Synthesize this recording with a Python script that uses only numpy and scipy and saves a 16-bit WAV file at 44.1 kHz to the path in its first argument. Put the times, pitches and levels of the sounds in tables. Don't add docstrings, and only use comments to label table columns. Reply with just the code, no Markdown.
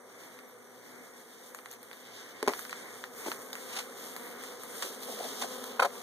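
import sys
import numpy as np
from scipy import signal
from scipy.fft import rfft, irfft, next_fast_len
from scipy.io import wavfile

SR = 44100
rng = np.random.default_rng(int(sys.argv[2]) if len(sys.argv) > 2 else 0)


def wrap_up_sound(samples):
    columns = np.atleast_2d(samples).T
    tamed = np.clip(columns, -1, 1)
    steps = np.round(tamed * 32767).astype(np.int16)
    wavfile.write(sys.argv[1], SR, steps)


N = 265651
TIME_S = np.arange(N) / SR
PORT_LAG_SAMPLES = 17


def from_db(db):
    return 10 ** (np.asarray(db) / 20)


def rms_one(x):
    return x / np.sqrt(np.mean(x ** 2) + 1e-20)


def level_curve_db(rows):
    t_s, level_db = np.transpose(rows)
    return np.interp(TIME_S, t_s, level_db)


def at_hz(points, hz):
    point_hz, level_db = np.transpose(points)
    return np.interp(np.log(hz + 1e-9), np.log(point_hz), level_db)


def drift(rate_hz):
    knots = rng.standard_normal(int(rate_hz * N / SR) + 3)
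    return np.interp(TIME_S * rate_hz + rng.random(), np.arange(len(knots)), knots)


def swell(t_s, sigma_s):
    return np.exp(-.5 * np.minimum(((TIME_S - t_s) / sigma_s) ** 2, 100))


def resonance(x, hz, width_hz):
    r = np.exp(-np.pi * width_hz / SR)
    b = np.array([1, 0, -1]) * (1 - r * r) / 2
    a = [1, -2 * r * np.cos(2 * np.pi * hz / SR), r * r]
    return signal.lfilter(b, a, x + 1e-18)


def resonance_twice(x, hz, width_hz):
    return resonance(resonance(x, hz, width_hz), hz, width_hz)


def butter(x, order, hz, side="low"):
    return signal.sosfilt(signal.butter(order, hz, side, fs=SR, output="sos"), x)


def decaying(impulses, t60_s):
    return signal.lfilter([1], [1, -np.exp(-np.log(1000) / (t60_s * SR))], impulses)


def diffuse(spectrum=None):
    size = next_fast_len(N)
    hz = np.arange(size // 2 + 1) * SR / size
    alike = np.sinc(2 * hz * PORT_LAG_SAMPLES / SR)
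    mid, side = rfft(rng.standard_normal((2, size)))
    ports = np.sqrt(1 + alike) * mid + np.sqrt(1 - alike) * side * [[1], [-1]]
    colour = 1 if spectrum is None else from_db(at_hz(spectrum, hz))
    return rms_one(irfft(ports * colour, size)[:, :N])


def from_bearing(x, bearing):
    n, lag = np.arange(N), bearing * PORT_LAG_SAMPLES / 2
    return np.array([np.interp(n + lag, n, x), np.interp(n - lag, n, x)])


# f/Hz, level/dB
AIR_COLOUR = [(25, -18), (60, -16), (110, 1), (250, 4), (700, 12.5), (1500, -9), (3000, -44), (8000, 7),
              (16000, -6.5)]
INSECT_HZ, INSECT_WIDTH_HZ, INSECT_DB = 5950, 210, -68.5
DRONE_HZ, DRONE_WIDTH_HZ, DRONE_DB = 118.8, 5.7, -77.5


def yard(air_db=-62):
    trill = from_db(INSECT_DB) * rms_one(resonance_twice(diffuse(), INSECT_HZ, INSECT_WIDTH_HZ))
    drone = from_db(DRONE_DB) * rms_one(resonance_twice(diffuse(), DRONE_HZ, DRONE_WIDTH_HZ))
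    return from_db(air_db) * diffuse(AIR_COLOUR) + trill + drone


# f/Hz, level/dB
BRUSH_COLOUR = [(60, -41), (110, -3.5), (300, 8), (700, 3), (1200, 2.5), (1700, 8), (2200, 9), (3200, -36),
                (5000, -41), (15000, -43)]
# f/Hz, level/dB
LEAF_COLOUR = [(500, -22), (2000, -7), (3400, 6.5), (4300, 1), (6000, 3), (9000, 2.5), (12000, 0),
               (15500, -1)]
# t/s, level/dB
WADING = [(0, -65.5), (1.9, -60.5), (3.1, -57), (5.2, -56), (6.02, -50.5)]


def twigs(dry_per_s=12, dry_db=-47, dry_t60_s=.004,
          green_per_s=12, green_db=-47, green_t60_s=.007, spread_db=1.5, low_hz=700):
    depth_db = level_curve_db(WADING)
    swing_db = depth_db - depth_db.mean()

    def ticks(colour, per_s, level_db, t60_s):
        gain = from_db(level_db + swing_db + spread_db * rng.uniform(0.51, 1, N))
        breaks = (rng.random(N) < per_s / SR) * gain
        return diffuse(colour) * decaying(breaks + 1e-18, t60_s)

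    dry_ticks = ticks(LEAF_COLOUR, dry_per_s, dry_db, dry_t60_s)
    green_ticks = ticks(BRUSH_COLOUR, green_per_s, green_db, green_t60_s)
    return butter(dry_ticks + green_ticks, 2, low_hz, "high")


# t/s, sigma/s, f/Hz, glide/(Hz/s), level/dB
SQUEAKS = [(0.46, .035, 12600, -21000, -55), (2.84, .018, 14200, 0, -45), (4.04, .055, 12050, 0, -50)]


def squeaks(roughness_hz=220):
    whistle, roughness = np.zeros(N), rms_one(drift(roughness_hz))
    for t_s, sigma_s, hz, glide, level_db in SQUEAKS:
        pitch_hz = hz + glide * np.clip(TIME_S - t_s, -3 * sigma_s, 3 * sigma_s)
        tone = np.sin(2 * np.pi * np.cumsum(pitch_hz) / SR)
        whistle += tone * swell(t_s, sigma_s) * from_db(level_db)
    return from_bearing(whistle * roughness, -0.27)


SLIDE_OFF_RATIO = 2.14


def sweep(t_s, rise_s):
    return np.where(TIME_S < t_s, swell(t_s, rise_s), swell(t_s, rise_s * SLIDE_OFF_RATIO))


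def shifting(x, depth_db=1.72, rate_hz=7, count=5):
    change = 0
    for hz in np.geomspace(3700, 13500, count):
        change = change + resonance(x, hz, 0.85 * hz) * (from_db(depth_db * drift(rate_hz)) - 1)
    return rms_one(x + change)


# t/s, rise sigma/s, stem level/dB, leaf level/dB, brightness/dB
SWISHES = [(0.22, 0.098, -54, -57.5, -1.5), (0.91, 0.1, -53.5, -62, 3.5), (1.44, 0.094, -60, -60, 1),
           (2.26, 0.21, -52.5, -58, -6.5), (2.56, 0.047, -51, -50, 3), (2.81, 0.069, -47.5, -54, 1),
           (3.24, 0.067, -47.5, -47, 2), (3.64, 0.13, -52, -50, 1.5), (4.03, 0.078, -53, -52.5, -2.5),
           (4.29, 0.13, -49.5, -50.5, 0), (4.77, 0.095, -50.5, -46.5, 0.5), (5.06, 0.046, -53.5, -46, 1),
           (5.3, 0.14, -49.5, -45.5, -0.5), (5.72, 0.023, -55, -53, -6)]
STEMS_DB, STEMS_FOLLOW = -57, 0.43


def weeds(stem_trim_db=-0.5, leaf_trim_db=3.0, grain_db=1.5, crisp_hz=5200):
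    depth_db = level_curve_db(WADING)
    stems = from_db(STEMS_DB + STEMS_FOLLOW * (depth_db - depth_db.mean())) ** 2
    soft = crisp = from_db(depth_db) ** 2
    for t_s, rise_s, stem_db, leaf_db, bright_db in SWISHES:
        contact = sweep(t_s, rise_s)
        stems = stems + (contact * from_db(stem_db)) ** 2
        soft = soft + (contact * from_db(leaf_db - bright_db)) ** 2
        crisp = crisp + (contact * from_db(leaf_db + bright_db)) ** 2
    leaves = shifting(diffuse(LEAF_COLOUR))
    soft_rustle = butter(leaves, 3, crisp_hz) * np.sqrt(soft)
    crisp_rustle = butter(leaves, 3, crisp_hz, "high") * np.sqrt(crisp)
    brushing = diffuse(BRUSH_COLOUR) * np.sqrt(stems) * from_db(stem_trim_db + 1.0 * drift(40))
    leaf_gain = from_db(leaf_trim_db + grain_db * drift(500) + 1.8 * drift(24.955))
    return brushing + (soft_rustle + crisp_rustle) * leaf_gain


# f/Hz, level/dB
GROUND_COLOUR = [(40, -30), (120, -12), (250, 16), (1500, -2), (8000, 5)]
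# f/Hz, level/dB
SCRAPE_COLOUR = [(60, -43), (200, -12), (700, 1.5), (1500, 6), (2600, 5.5), (4500, 1), (6500, 2),
                 (10000, -2.5), (15500, -17)]
# t/s, sigma/s, thud f/Hz, thud level/dB, scrape level/dB
SCUFFS = [(1.726, 0.03, 800, -74, -53.5), (3.267, 0.041, 500, -57.5, -45), (3.278, 0.0084, 627, -40, -52),
          (3.77, 0.048, 418, -59, -41.5), (3.772, 0.005, 900, -44, -39), (3.79, 0.012, 820, -48, -40),
          (4.827, 0.004, 690, -47, -38.5), (4.85, 0.018, 477, -46, -43.5), (5.091, 0.0017, 634, -38.5, -50),
          (5.103, 0.024, 610, -45, -59), (5.195, 0.018, 590, -45.5, -50), (5.208, 0.0035, 620, -44, -48),
          (5.246, 0.019, 670, -41.5, -49.5), (5.42, 0.004, 760, -39, -36), (5.428, 0.0096, 745, -45, -35),
          (5.448, 0.0065, 636, -37.5, -42)]


def scuffs(thud_width=0.64, grit_db=1.0, catch_db=3.5):
    ground = diffuse(GROUND_COLOUR)
    grit = diffuse(SCRAPE_COLOUR) * from_db(grit_db * drift(900) + catch_db * drift(150))
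    out = np.zeros((2, N))
    for t_s, sigma_s, hz, thud_db, scrape_db in SCUFFS:
        thud = rms_one(resonance_twice(ground, hz, thud_width * hz))
        out += swell(t_s, sigma_s) * (from_db(thud_db) * thud + from_db(scrape_db) * grit)
    return out


# f/Hz, width/Hz, gain/dB
STALK_RESONANCES = [(1300, 2190, -15.5), (3670, 3650, -12.5), (6530, 3800, -11.5), (10500, 11000, -9.5)]
# t/s, level/dB in the four resonances low to high, unused level/dB, splintering re break/dB
SNAPS = [(0.3894, -41, -51, -62, -57, -60, -15), (1.5474, -37.5, -45, -43, -49, -50, -15),
         (1.5883, -40, -52, -63, -63, -61, -15), (1.6586, -37.5, -69, -49.5, -58, -58, -15),
         (1.7135, -48, -57, -46, -47, -49, -15), (1.7204, -54, -47, -61, -54, -52, -15),
         (1.7284, -50, -57, -64, -49, -53, -15), (1.7364, -51, -57, -52, -60, -56, -15),
         (1.8302, -46, -50, -76, -49.5, -54, -15), (1.9131, -38.5, -54, -62, -58, -63, -15),
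         (1.9305, -40.5, -49, -57, -58, -62, -15), (2.5356, -28, -40, -62, -50, -50, -15),
         (2.5925, -33, -41, -40, -43, -46, -15), (2.6509, -35.5, -46.5, -60, -56, -52, -15),
         (2.6948, -36.5, -53, -46.5, -56, -57, -15), (2.7087, -47, -42, -50, -54, -55, -15),
         (2.7282, -29.5, -47, -59, -57, -57, -15), (3.0395, -31, -45.5, -54, -57, -60, -15),
         (3.3169, -26.5, -38, -46, -47, -47, -15), (3.5304, -34.5, -33.5, -43, -44, -51, -15),
         (3.5533, -33.5, -66, -44, -48, -50, -15), (4.1639, -33.5, -39, -43, -41, -48, -15),
         (4.4374, -37.5, -43, -45, -53, -52, -15), (4.6344, -39.5, -46, -55, -42, -41, -15),
         (4.8234, -33, -34.5, -41, -41, -42, -15), (5.0325, -36, -39, -46, -43, -43, -15),
         (5.6406, -37.5, -39, -42, -41.5, -46, -15)]


def snaps(break_t60_s=0.0056, splinter_t60_s=0.089, size=4096):
    out, noise, t = np.zeros((2, N)), diffuse(), TIME_S[:size]
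    for t_s, *levels_db, splinter_db in SNAPS:
        start = int(t_s * SR)
        span = slice(start, start + size)
        decay = from_db(-60 * t / break_t60_s) + from_db(splinter_db - 60 * t / splinter_t60_s)
        force = noise[:, span] * decay
        for level_db, (hz, width_hz, gain_db) in zip(levels_db, STALK_RESONANCES):
            out[:, span] += from_db(level_db + gain_db) * rms_one(resonance_twice(force, hz, width_hz))
    return out


# f/Hz, level/dB
CRACK_COLOUR = [(100, -23), (400, 3.5), (800, 0.5), (1400, -6), (2200, -1), (3300, -17), (4500, -11),
                (6000, -11.5), (10000, -14.5), (15500, -22)]
CLICK_HZ, CLICK_WIDTH_HZ = 4550, 700
TICK_T60_S = .011
THUMP_HZ, THUMP_DB = 70, -19


def struck_wood(blows, modes, bearing, contact_s, crack_t60_s, tail_db, tail_t60_s, low_hz,
                tick_db, click_db, splinter_db=3, size=6000):
    hz, mode_db, t60_s = np.transpose(modes)[:, :, None]
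    octaves = np.clip(np.log2(hz / np.median(hz)), -1, 1)
    ringing, t = np.zeros(N), TIME_S[:size]
    for t_s, ring_db, hardness_db, _, semitones, ring_share in blows:
        start = int(t_s * SR)
        strength = from_db(ring_db + mode_db + hardness_db * octaves)
        decay = from_db(-60 * t / (t60_s * ring_share))
        rings = np.sin(2 * np.pi * hz * 2 ** (semitones / 12) * t) * decay
        ringing[start:start + size] -= (strength * rings).sum(0) * (1 - np.exp(-t / contact_s))
    t_s, _, _, crack_db, _, _ = np.transpose(blows)
    impulses = np.bincount((t_s * SR).astype(int), from_db(crack_db), N) + 1e-18
    crack_envelope = decaying(impulses, crack_t60_s) + from_db(tail_db) * decaying(impulses, tail_t60_s)
    crack = diffuse(CRACK_COLOUR) * crack_envelope * rms_one(from_db(splinter_db * drift(1500)))
    tick = diffuse(SCRAPE_COLOUR) * from_db(tick_db) * decaying(impulses, TICK_T60_S)
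    click = from_db(click_db) * resonance(impulses, CLICK_HZ, CLICK_WIDTH_HZ)
    thump = from_db(THUMP_DB) * butter(ringing, 2, THUMP_HZ)
    airborne = from_bearing(ringing + click, bearing) + crack + tick
    return thump + butter(airborne, 4, low_hz, "high")


# t/s, ring level/dB, hardness/(dB/octave), crack level/dB, shift/semitones, share of t60
BOARD_BLOWS = [(2.4277, -16.5, -1.5, -26.5, 0.2, 0.69), (2.4644, -33, -1, -43, 1, .8),
               (2.4765, -8.5, 3.5, -27, -0.4, 0.55), (2.4814, -12, 4, -24, 0.5, 0.55),
               (2.4898, -32, 4, -34, 2, .8), (2.4964, -22, -2, -36, 0.5, 0.55),
               (2.5059, -35, 6, -49, -5, .7), (2.5215, -40, -4, -58, 1, 0.71),
               (3.2625, -26.5, -4, -52, -2.5, 0.87), (3.2713, -30, 9, -50, -3.5, 1),
               (3.2828, -24, -7, -54, -2, 0.41)]
# f/Hz, level/dB, t60/s
BOARD_MODES = [(268, -19.5, 0.13), (362, -20, 0.14), (420, -10.5, 0.1), (575, -12, 0.05),
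               (840, -12.5, 0.037), (1030, -13.5, 0.039), (1400, -15.5, 0.013), (1690, -32, .035),
               (2280, -25, 0.041)]


def board_knocks():
    return struck_wood(BOARD_BLOWS, BOARD_MODES, bearing=0.16, contact_s=0.000084, crack_t60_s=.016,
                       tail_db=-19.0, tail_t60_s=0.27, low_hz=253, tick_db=1, click_db=23)


# t/s, ring level/dB, hardness/(dB/octave), crack level/dB, shift/semitones, share of t60
SLAT_BLOWS = [(5.7952, -8.5, 6, -37, -0.48, 0.33), (5.7972, -13, 17, -38, 0.33, 0.68),
              (5.7992, -9, 4, -27.5, 0.55, 0.72), (5.8078, -25, -8, -34, 0.25, 0.78),
              (5.8213, -11.5, 3, -33, 0.14, 0.65), (5.825, -9.5, -1, -30, -0.51, 0.62),
              (5.8292, -14, 2, -27, -0.19, 0.86), (5.8347, -19.5, -7.5, -41, -0.024, 0.96),
              (5.8473, -20, -9.5, -34, 0.15, 0.95), (5.8503, -23, 8, -34, 0.049, 0.88),
              (5.8542, -17.5, -9, -34, -0.097, 0.56), (5.8618, -30, -10, -43, -0.036, 0.6)]
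# f/Hz, level/dB, t60/s
SLAT_MODES = [(570, -21, 0.11), (707, -16, 0.083), (804, -14.5, 0.056), (1037, -13.5, 0.062),
              (1290, -13.5, 0.04), (1363, -9, 0.025), (1430, -15, 0.02), (940, -9.5, 0.026),
              (2080, -18.5, 0.027), (2360, -22, 0.036), (3850, -32, 0.089)]


def slat_clatter():
    return struck_wood(SLAT_BLOWS, SLAT_MODES, bearing=0.34, contact_s=0.00032, crack_t60_s=.032,
                       tail_db=-17.5, tail_t60_s=0.11, low_hz=404, tick_db=-7, click_db=14)


# t/s, sigma/s, level/dB
RUBS = [(5.8035, 0.005, -35.5), (5.8313, 0.0063, -34), (5.852, 0.0075, -40)]
# f/Hz, width/Hz
RASP_RESONANCES = [(3190, 280), (3830, 400), (4350, 190)]


def rubs(bearing=0.16):
    friction = rng.standard_normal(N)
    rasp = rms_one(sum(resonance_twice(friction, hz, width_hz) for hz, width_hz in RASP_RESONANCES))
    envelope = sum(swell(t_s, sigma_s) * from_db(level_db) for t_s, sigma_s, level_db in RUBS)
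    return from_bearing(rasp * envelope, bearing)


# f/Hz, level/dB
WING_SPECTRUM = [(200, -7.5), (260, -0.5), (400, 3), (510, 3), (700, -6), (950, -7.5), (1250, -3.5),
                 (1700, -13.5), (2400, -45), (4000, -32), (7000, -28)]


def bee(wingbeat_hz, bearing, waver=.017, count=28, size=2048):
    hz = wingbeat_hz * (1 + waver * drift(14))
    mean_hz = np.mean(hz)
    harmonic_db = at_hz(WING_SPECTRUM, mean_hz * np.arange(1, count + 1)) + rng.normal(0, 2.4, count)
    phases = np.exp(2j * np.pi * rng.random(count))
    stroke = rms_one(irfft(np.r_[0, from_db(harmonic_db) * phases], size))
    port_cycles = np.array([[1], [-1]]) * bearing * mean_hz * PORT_LAG_SAMPLES / SR / 2
    cycles = np.cumsum(hz) / SR + port_cycles
    return stroke[(cycles * size).astype(int) % size]


# t/s, wingbeat f/Hz, glide/(Hz/s), level/dB
NEAR_BEES = [(0.923, 248.6, -34, -64), (2.872, 245, -25, -75), (3.382, 220.1, 18, -54.5),
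             (3.651, 257, -70, -53.5), (4.322, 235.2, 30.5, -54.5), (5.12, 217.3, -1.5, -53.5),
             (5.557, 251, -14.5, -48), (5.903, 237, 0.5, -64)]
PASS_SIGMA_S = .12


def near_bees():
    out = np.zeros((2, N))
    for t_s, hz, glide, level_db in NEAR_BEES:
        pitch_hz = hz + glide * np.clip(TIME_S - t_s, -2 * PASS_SIGMA_S, 2 * PASS_SIGMA_S)
        out += bee(pitch_hz, rng.uniform(-0.25, 1.0)) * swell(t_s, PASS_SIGMA_S) * from_db(level_db)
    return out


# t/s, level/dB
HUM = [(0.0, -56), (0.45, -57.5), (2.18, -58), (3.17, -52.5), (5.16, -49.5), (5.31, -46.5), (6.02, -48.5)]
WEAVE_DB = 2.3


def swarm(wingbeat_hz=246, spread_hz=10, slow_hz=207, slow_spread_hz=15, wander=.035, trim_db=1.0, count=27):
    out = np.zeros((2, N))
    offsets, bearings = np.linspace(-1.5, 1.5, count), rng.uniform(-0.52, 1.0, count)
    for k, (offset, bearing) in enumerate(zip(offsets, bearings)):
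        hz = slow_hz + slow_spread_hz * offset if k % 3 == 0 else wingbeat_hz + spread_hz * offset
        weave = from_db(WEAVE_DB * np.tanh(drift(7)))
        out += bee(hz * (1 + wander * drift(4)), bearing) * weave
    return rms_one(out) * from_db(level_curve_db(HUM) + trim_db)


def scene():
    walker = twigs() + squeaks() + weeds() + scuffs() + snaps()
    wood = board_knocks() + slat_clatter() + rubs()
    return yard() + walker + wood + near_bees() + swarm()


def record(dry, shelf_hz=600, leak_hz=90, gain_db=-4.0, cutoff_hz=15500):
    delayed_other = np.pad(dry[::-1], ((0, 0), (PORT_LAG_SAMPLES, 0)))[:, :N]
    aimed = dry - delayed_other
    zero, pole = np.exp(-2 * np.pi * np.array([shelf_hz, leak_hz]) / SR)
    shelved = from_db(gain_db) * signal.lfilter([1, -zero], [1, -pole], aimed)
    return signal.sosfilt(signal.ellip(12, .1, 80, cutoff_hz, fs=SR, output="sos"), shelved)


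dry = scene()
out = record(dry)
wrap_up_sound(out)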